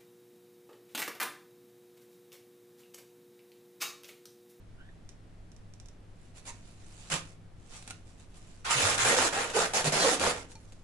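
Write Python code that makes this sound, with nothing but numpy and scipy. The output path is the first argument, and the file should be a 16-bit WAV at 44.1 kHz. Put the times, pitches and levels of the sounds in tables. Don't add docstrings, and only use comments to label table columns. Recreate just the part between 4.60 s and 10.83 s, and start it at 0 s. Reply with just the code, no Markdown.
import sys
import numpy as np
from scipy import signal
from scipy.fft import rfft, irfft, next_fast_len
from scipy.io import wavfile
from scipy.ndimage import uniform_filter1d

SR = 44100
rng = np.random.default_rng(int(sys.argv[2]) if len(sys.argv) > 2 else 0)


def wav_record(signal):
    frames = np.transpose(np.atleast_2d(signal))
    bounded = np.clip(frames, -1, 1)
    quanta = np.round(bounded * 32767).astype(np.int16)
    wavfile.write(sys.argv[1], SR, quanta)


N = 274962
TIME = np.arange(N) / SR

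# f/Hz, gain/dB
ROOM_TONE = [(12, -0.5), (28, -3), (55, -6.5), (76, -14), (104, -9.5), (128, -16.5), (166, -14.5),
             (205, -17), (320, -21), (450, -25.5), (740, -28.5), (920, -34), (1800, -36.5), (4600, -45),
             (9600, -50), (11500, -56)]
# f/Hz, side minus mid/dB
ROOM_TONE_WIDTH = [(60, -10.5), (110, -16.5), (190, -11.5), (350, -7.5), (630, -3.5), (1130, -1),
                   (2040, -3.5), (3680, -2.5), (6620, -2.5), (11900, -2)]
# f/Hz, level/dB
HUM = [(101, -59), (167, -67)]
# f/Hz, T60/s
KITCHEN_T60 = [(200, 0.94), (530, 0.32), (1400, 0.31), (3700, 0.27), (9700, 0.16)]
# f/Hz, left minus right/dB
MIC_BALANCE = [(150, 0), (300, 0.5), (480, -6), (800, 1), (1500, 0), (3500, -0.3), (5500, -1), (7500, -4),
               (8800, 2), (11000, 0)]
# t/s, nearness
NEARNESS = [(0, 0), (3.3, 0.3), (4.1, 0.41), (4.5, 0.73), (5.5, 0.66)]
# f/Hz, side minus mid/dB
FILM_WIDTH = [(150, -14.5), (300, -28), (500, -8.5), (750, -4.5), (1200, -2.5), (1600, -0.5), (11000, 1)]

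# f/Hz, gain/dB, T60/s
GLASS_MODES = [(894, 1, 0.15), (2380, -5, .07), (4360, 2.5, 0.066), (5540, -4, 0.052)]
# f/Hz, bandwidth/Hz, gain/dB
BOWL_AIR = [(268, 6.3, 3.5), (310, 110, -5), (492, 10, 0), (661, 170, -13), (930, 120, -1.5), (1187, 73, 0),
            (1880, 15, 1), (3614, 25, 0.5)]
# f/Hz, gain/dB
CREASE_COLOUR = [(600, -2), (1500, -7), (3000, -3), (4600, -3), (6000, 1.5), (8000, -4), (10500, -9.5),
                 (12000, -28)]
# f/Hz, gain/dB
FLAP_COLOUR = [(100, -13), (180, -5.5), (250, -1.5), (370, -8.5), (520, -9.5), (750, -5), (1100, -5.5),
               (1750, -6.5), (2450, -2), (3100, -7), (3900, -4.5), (5200, -6), (7300, -3), (10000, -6.5),
               (12000, -21.5)]
# f/Hz, gain/dB
SHEET_COLOUR = [(100, -1), (160, 1), (260, -6.5), (360, -4.5), (450, 1.5), (800, 1), (1050, -3),
                (1450, 1.5), (2400, -6), (3200, -8.5), (5200, -7), (7400, -5), (8800, -14.5), (10600, -8.5),
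                (12000, -22.5)]

# t/s, level/dB
TOUCHES = [(5.955, -52.5)]
# middle t/s, length/s, f/Hz, level/dB
SQUEAKS = [(.205, 0.076, 1480, -61.5), (.27, .13, 1730, -65)]
# middle t/s, length/s, f/Hz, level/dB
SHUDDERS = [(2.54, .083, 170.5, -41), (4.18, .06, 134, -39.5), (4.265, 0.0873, 103.2, -34),
            (4.345, 0.1, 109, -42.5), (4.45, 0.095, 125.3, -42), (4.61, 0.057, 93, -50),
            (5.275, 0.09, 160.7, -36.5), (5.36, 0.14, 158, -40), (5.64, .11, 77, -45.5),
            (5.9, .44, 58.4, -52.5)]
# middle t/s, length/s, f/Hz, level/dB
JUDDERS = [(1.895, .06, 960, -49), (3.311, .02, 1390, -45), (4.11, .054, 936, -32),
           (4.522, .05, 466, -33.5), (4.577, .032, 530, -25.5), (4.597, .028, 1410, -33),
           (4.6, 0.041, 262, -38), (4.65, 0.08, 314, -35.5), (4.661, .032, 680, -28.5),
           (4.78, .057, 797, -32.5), (4.974, 0.063, 438, -24.5), (5.005, 0.051, 322, -45.5),
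           (5.015, .044, 729.5, -27.5), (5.165, .061, 5300, -32), (5.425, .055, 4230, -29),
           (5.447, .042, 302, -29), (5.463, 0.08, 507, -25), (5.53, .095, 278.6, -36.5)]
# t/s, level/dB
TICKS = [(0.4913, -23.5), (0.918, -32), (0.9646, -32), (1.1376, -29), (1.2, -25), (1.259, -29.5),
         (1.286, -27.5), (5.954, -26)]
# t/s, level/dB
RIPS = [(2.501, -19), (3.2255, -31), (3.277, -24), (3.301, -26), (3.3075, -19.5), (4.171, -21),
        (4.3803, -11.5), (4.901, -18), (5.1355, -18), (5.244, -11.5), (5.2797, -20), (5.3225, -14),
        (5.5972, -12), (5.9184, -32.5), (6.1225, -35.5)]
# t/s, level/dB
POPS = [(4.253, -15), (4.587, -11), (5.447, -18), (5.461, -14.5), (5.491, -12), (5.639, -14),
        (5.666, -11.5)]
# middle t/s, length/s, level/dB
RUBS = [(1.644, 0.27, -72), (1.777, 0.093, -58), (1.885, 0.095, -47.5), (1.925, 0.42, -65),
        (2.089, 0.19, -64.5), (2.323, 0.61, -64), (2.477, 0.44, -58.5), (2.566, 0.14, -51),
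        (2.654, .28, -61), (3.152, 0.14, -51.5), (3.208, 0.59, -62), (3.293, .08, -55.5),
        (3.496, 0.18, -66.5), (3.61, 0.15, -65), (3.768, 0.096, -62.5), (3.883, 0.57, -65.5),
        (5.913, 0.088, -59), (6.03, 0.71, -69.5), (6.131, 0.017, -62)]
# start t/s, end t/s, level/dB
SLACK = [(4.054, 4.904, -48.5), (4.867, 5.114, -50.5), (5.135, 5.785, -48.5)]
# start t/s, end t/s, attack/s, edge level/dB, creases re edge/dB, sheet re edge/dB
PULLS = [(2.498, 2.56, 0.022, -34, 0.5, -1.5), (4.043, 4.117, 0.012, -41, 5, -7),
         (4.09, 4.152, 0.018, -30, 1.5, -10), (4.162, 4.349, .003, -30.5, 0.55, -1),
         (4.377, 4.452, 0.0024, -31, 1.5, -6.5), (4.441, 4.554, 0.015, -28.5, 1.5, 2.5),
         (4.56, 4.679, 0.0082, -30, 2, .5), (4.716, 4.855, 0.015, -38.5, 5.5, 5.5),
         (4.925, 5.059, 0.045, -32.5, 3, 3.5), (5.134, 5.213, 0.0029, -32.5, 1, 3.5),
         (5.246, 5.291, 0.0048, -32, -0.5, 4), (5.319, 5.435, .006, -32, 1.5, 4.5),
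         (5.399, 5.547, 0.044, -30, -0.5, 0.5), (5.602, 5.713, 0.0032, -33.5, 3, 6.5)]


def from_db(db):
    return 10 ** (np.asarray(db) / 20)


def at_hz(points, hz):
    freq, value = np.transpose(points)
    return np.interp(np.log(np.maximum(hz, 1)), np.log(np.maximum(freq, 1)), value)


def band(x, low_hz, high_hz, order=3):
    return signal.sosfilt(signal.butter(order, [low_hz, high_hz], "band", fs=SR, output="sos"), x + 1e-18)


def colour(x, points):
    size = 2 * next_fast_len(N // 2 + SR // 10)
    gain = from_db(at_hz(points, np.fft.rfftfreq(size, 1 / SR)))
    cepstrum = irfft(np.log(gain))
    cepstrum[1:size // 2] *= 2
    cepstrum[size // 2 + 1:] = 0
    return irfft(rfft(x, size) * np.exp(rfft(cepstrum)))[..., :N]


def resonance(x, hz, width_hz):
    radius = np.exp(-np.pi * width_hz / SR)
    feedback = [1, -2 * radius * np.cos(2 * np.pi * hz / SR), radius ** 2]
    return signal.lfilter(np.array([1, 0, -1]) * (1 - radius ** 2) / 2, feedback, x + 1e-18)


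def drift(per_s, time=TIME):
    knots = rng.standard_normal(N // 10)
    return np.interp(time * per_s, np.arange(len(knots)), knots) * np.sqrt(3 / 2)


def spread(pair, width):
    return pair[0] + colour(pair[1], width) * [[1], [-1]]


def steady(x, span_s):
    power = uniform_filter1d(x.mean(0) ** 2, int(span_s * SR))
    return x / np.sqrt(np.maximum(power, 0) + 1e-20)


def clicks(rows):
    times, db = np.transpose(rows)
    return np.bincount((times * SR).astype(int), from_db(db), N)[:N]


def arch(start_s, end_s):
    return np.sin(np.pi * np.clip((TIME - start_s) / (end_s - start_s), 0, 1))


def held(start_s, end_s, attack_s, fade_db_per_s):
    attack = np.clip((TIME - start_s) / attack_s, 0, 1)
    return attack * from_db(-fade_db_per_s * np.clip(TIME - end_s, 0, 1))


def room_tone(level_db=-51.5):
    air = colour(spread(rng.standard_normal((2, N)), ROOM_TONE_WIDTH), ROOM_TONE)
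    return from_db(level_db) * air / np.sqrt(np.mean(air ** 2))


def appliance(waver=0.19):
    hum = 0
    for hz, db in HUM:
        tone = np.sqrt(2) * np.sin(2 * np.pi * hz * TIME + waver * drift(5.2))
        hum = hum + from_db(db) * tone * (1 + waver * drift(6.1))
    return hum


def kitchen(direct, nearness, wet_db=-13, far_db=5.5, gap_s=0.0016):
    age = np.arange(SR // 2) / SR
    edges_hz = np.geomspace(90, 14000, num=8)
    tail = 0
    for low, high in zip(edges_hz, edges_hz[1:]):
        decay = from_db(-60 * age / at_hz(KITCHEN_T60, np.sqrt(low * high)))
        tail = tail + band(rng.standard_normal((2, len(age))), low, high, order=2) * decay
    tail *= np.clip(age / gap_s - 1, 0, 1)
    tail /= np.sqrt(np.sum(tail ** 2))
    send = direct * from_db(wet_db + far_db * (1 - nearness))
    echoes = signal.fftconvolve(send, tail, axes=1)[:, :N]
    return direct + spread(echoes, FILM_WIDTH)


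def microphones(pair, nearness, lag_s=0.00014, off_centre_db=2.5):
    aside = 1 - nearness
    left = np.interp(TIME - lag_s * aside, TIME, pair[0]) * from_db(-off_centre_db * aside / 2)
    right = pair[1] * from_db(off_centre_db * aside / 2)
    return np.array([colour(left, [(hz, db / 2) for hz, db in MIC_BALANCE]),
                     colour(right, [(hz, -db / 2) for hz, db in MIC_BALANCE])])


def glass_bowl():
    age = np.arange(SR // 2) / SR
    ring = sum(from_db(db - 60 * age / t60) * np.sin(2 * np.pi * hz * age) for hz, db, t60 in GLASS_MODES)
    return signal.fftconvolve(clicks(TOUCHES), ring)[:N]


def stick_slip(rows, glide_octaves, jitter, overtone_db, rough_db, jitter_cycles=1.6):
    out = np.zeros(N)
    for middle, length, hz, db in rows:
        on = np.abs(TIME - middle) < length / 2
        age = TIME[on] - middle + length / 2
        wander = 1 + jitter * drift(hz / jitter_cycles, age)
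        grip = from_db(db + rough_db * drift(hz / 4, age))
        glide = 2 ** (glide_octaves * (age / length - 0.5))
        phase = 2 * np.pi * np.cumsum(hz * glide * wander) / SR
        wave = np.sin(phase) + from_db(overtone_db) * np.sin(2 * phase)
        out[on] += grip * np.sin(np.pi * age / length) * wave
    return out


def cracks(rows, spectrum, gain_db, shiver_s, shiver_db):
    age = np.arange(SR // 10) / SR
    crack = from_db(shiver_db) * rng.standard_normal((2, len(age))) * np.exp(-age / shiver_s)
    crack[:, 0] = 1
    train = signal.fftconvolve(clicks(rows)[None], crack, axes=1)[:, :N]
    return from_db(gain_db) * colour(train, spectrum)


def pops(hz=680, width_hz=800, gain_db=24):
    swing = resonance(clicks(POPS), hz, width_hz)
    return from_db(gain_db) * resonance(swing, hz, 2 * width_hz)


def handling(swell_db=3.5):
    def shares(envelope, creases_db, sheet_db):
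        return np.outer(from_db([0, creases_db, sheet_db]), envelope) ** 2

    power = np.zeros((3, N))
    for start, end, attack_s, db, creases_db, sheet_db in PULLS:
        swell = from_db(db + swell_db * (arch(start, end) - 1))
        power += shares(swell * held(start, end, attack_s, fade_db_per_s=520), creases_db, sheet_db)
    for start, end, db in SLACK:
        rustle = from_db(db) * held(start, end, attack_s=0.021, fade_db_per_s=230)
        power += shares(rustle, creases_db=3.5, sheet_db=6.5)
    for middle, length, db in RUBS:
        stroke = from_db(db) * arch(middle - length / 2, middle + length / 2) ** 2
        power += shares(stroke, creases_db=-3, sheet_db=-4.5)
    return np.sqrt(power)


def wrinkles(crackle, q=16, flare_db=6.5, flare_per_s=40, gain_db=-6.5):
    out = crackle
    for hz in np.geomspace(400, 10000, num=30):
        flare = from_db(gain_db + flare_db * np.minimum(drift(flare_per_s), 2))
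        out = out + flare * resonance(crackle, hz, hz / q)
    return out


def snaps(per_s, uneven_db=1.0):
    chance = np.clip(per_s / SR, 1e-4, 1)
    sizes = from_db(uneven_db * np.minimum(rng.exponential(1, N), 4))
    impulses = sizes * (rng.random(N) < chance) / np.sqrt(chance)
    return spread(impulses * rng.choice([-1, 1], (2, N)), FILM_WIDTH)


def peeling(nearness, top_snaps_per_s=6000, catch_db=0.5, catch_per_s=170):
    edge, creases, sheet = handling()
    snapping = snaps(top_snaps_per_s * (edge / edge.max()) ** 0.27)
    catching = from_db(catch_db * drift(catch_per_s))
    crackle = wrinkles(snapping * catching)
    flap = colour(crackle, FLAP_COLOUR)
    wide = colour(crackle, SHEET_COLOUR)
    bowl_air = sum(from_db(db) * resonance(wide, hz, width) for hz, width, db in BOWL_AIR)
    film = (1 - nearness) * flap + nearness * (wide + bowl_air)
    sizzle = from_db(-1.2) * edge * steady(band(film, 3260, 11700), span_s=0.13)
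    rustle = from_db(-0.42) * creases * steady(band(film, 850, 3390), span_s=0.027)
    drumming = from_db(-3.5) * sheet * steady(band(film, 156, 1000), span_s=0.075)
    return sizzle + rustle + drumming


def scene():
    nearness = np.interp(TIME, *np.transpose(NEARNESS))
    direct = peeling(nearness) + pops() + glass_bowl()
    direct += cracks(TICKS, CREASE_COLOUR, gain_db=-1, shiver_s=0.0044, shiver_db=-18.5)
    direct += cracks(RIPS, FLAP_COLOUR, gain_db=6.5, shiver_s=0.0037, shiver_db=-13)
    direct += stick_slip(JUDDERS, glide_octaves=-0.069, jitter=0.072, overtone_db=-7, rough_db=2)
    direct += stick_slip(SHUDDERS, glide_octaves=-0.0015, jitter=0.08, overtone_db=-29, rough_db=4.5)
    direct += stick_slip(SQUEAKS, glide_octaves=0.216, jitter=0.058, overtone_db=-10, rough_db=4)
    return microphones(kitchen(direct, nearness), nearness) + room_tone() + appliance()


def record(dry):
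    return signal.sosfilt(signal.ellip(10, 0.2, 80, 11700, fs=SR, output="sos"), dry)


dry = scene()
out = record(dry)
wav_record(out)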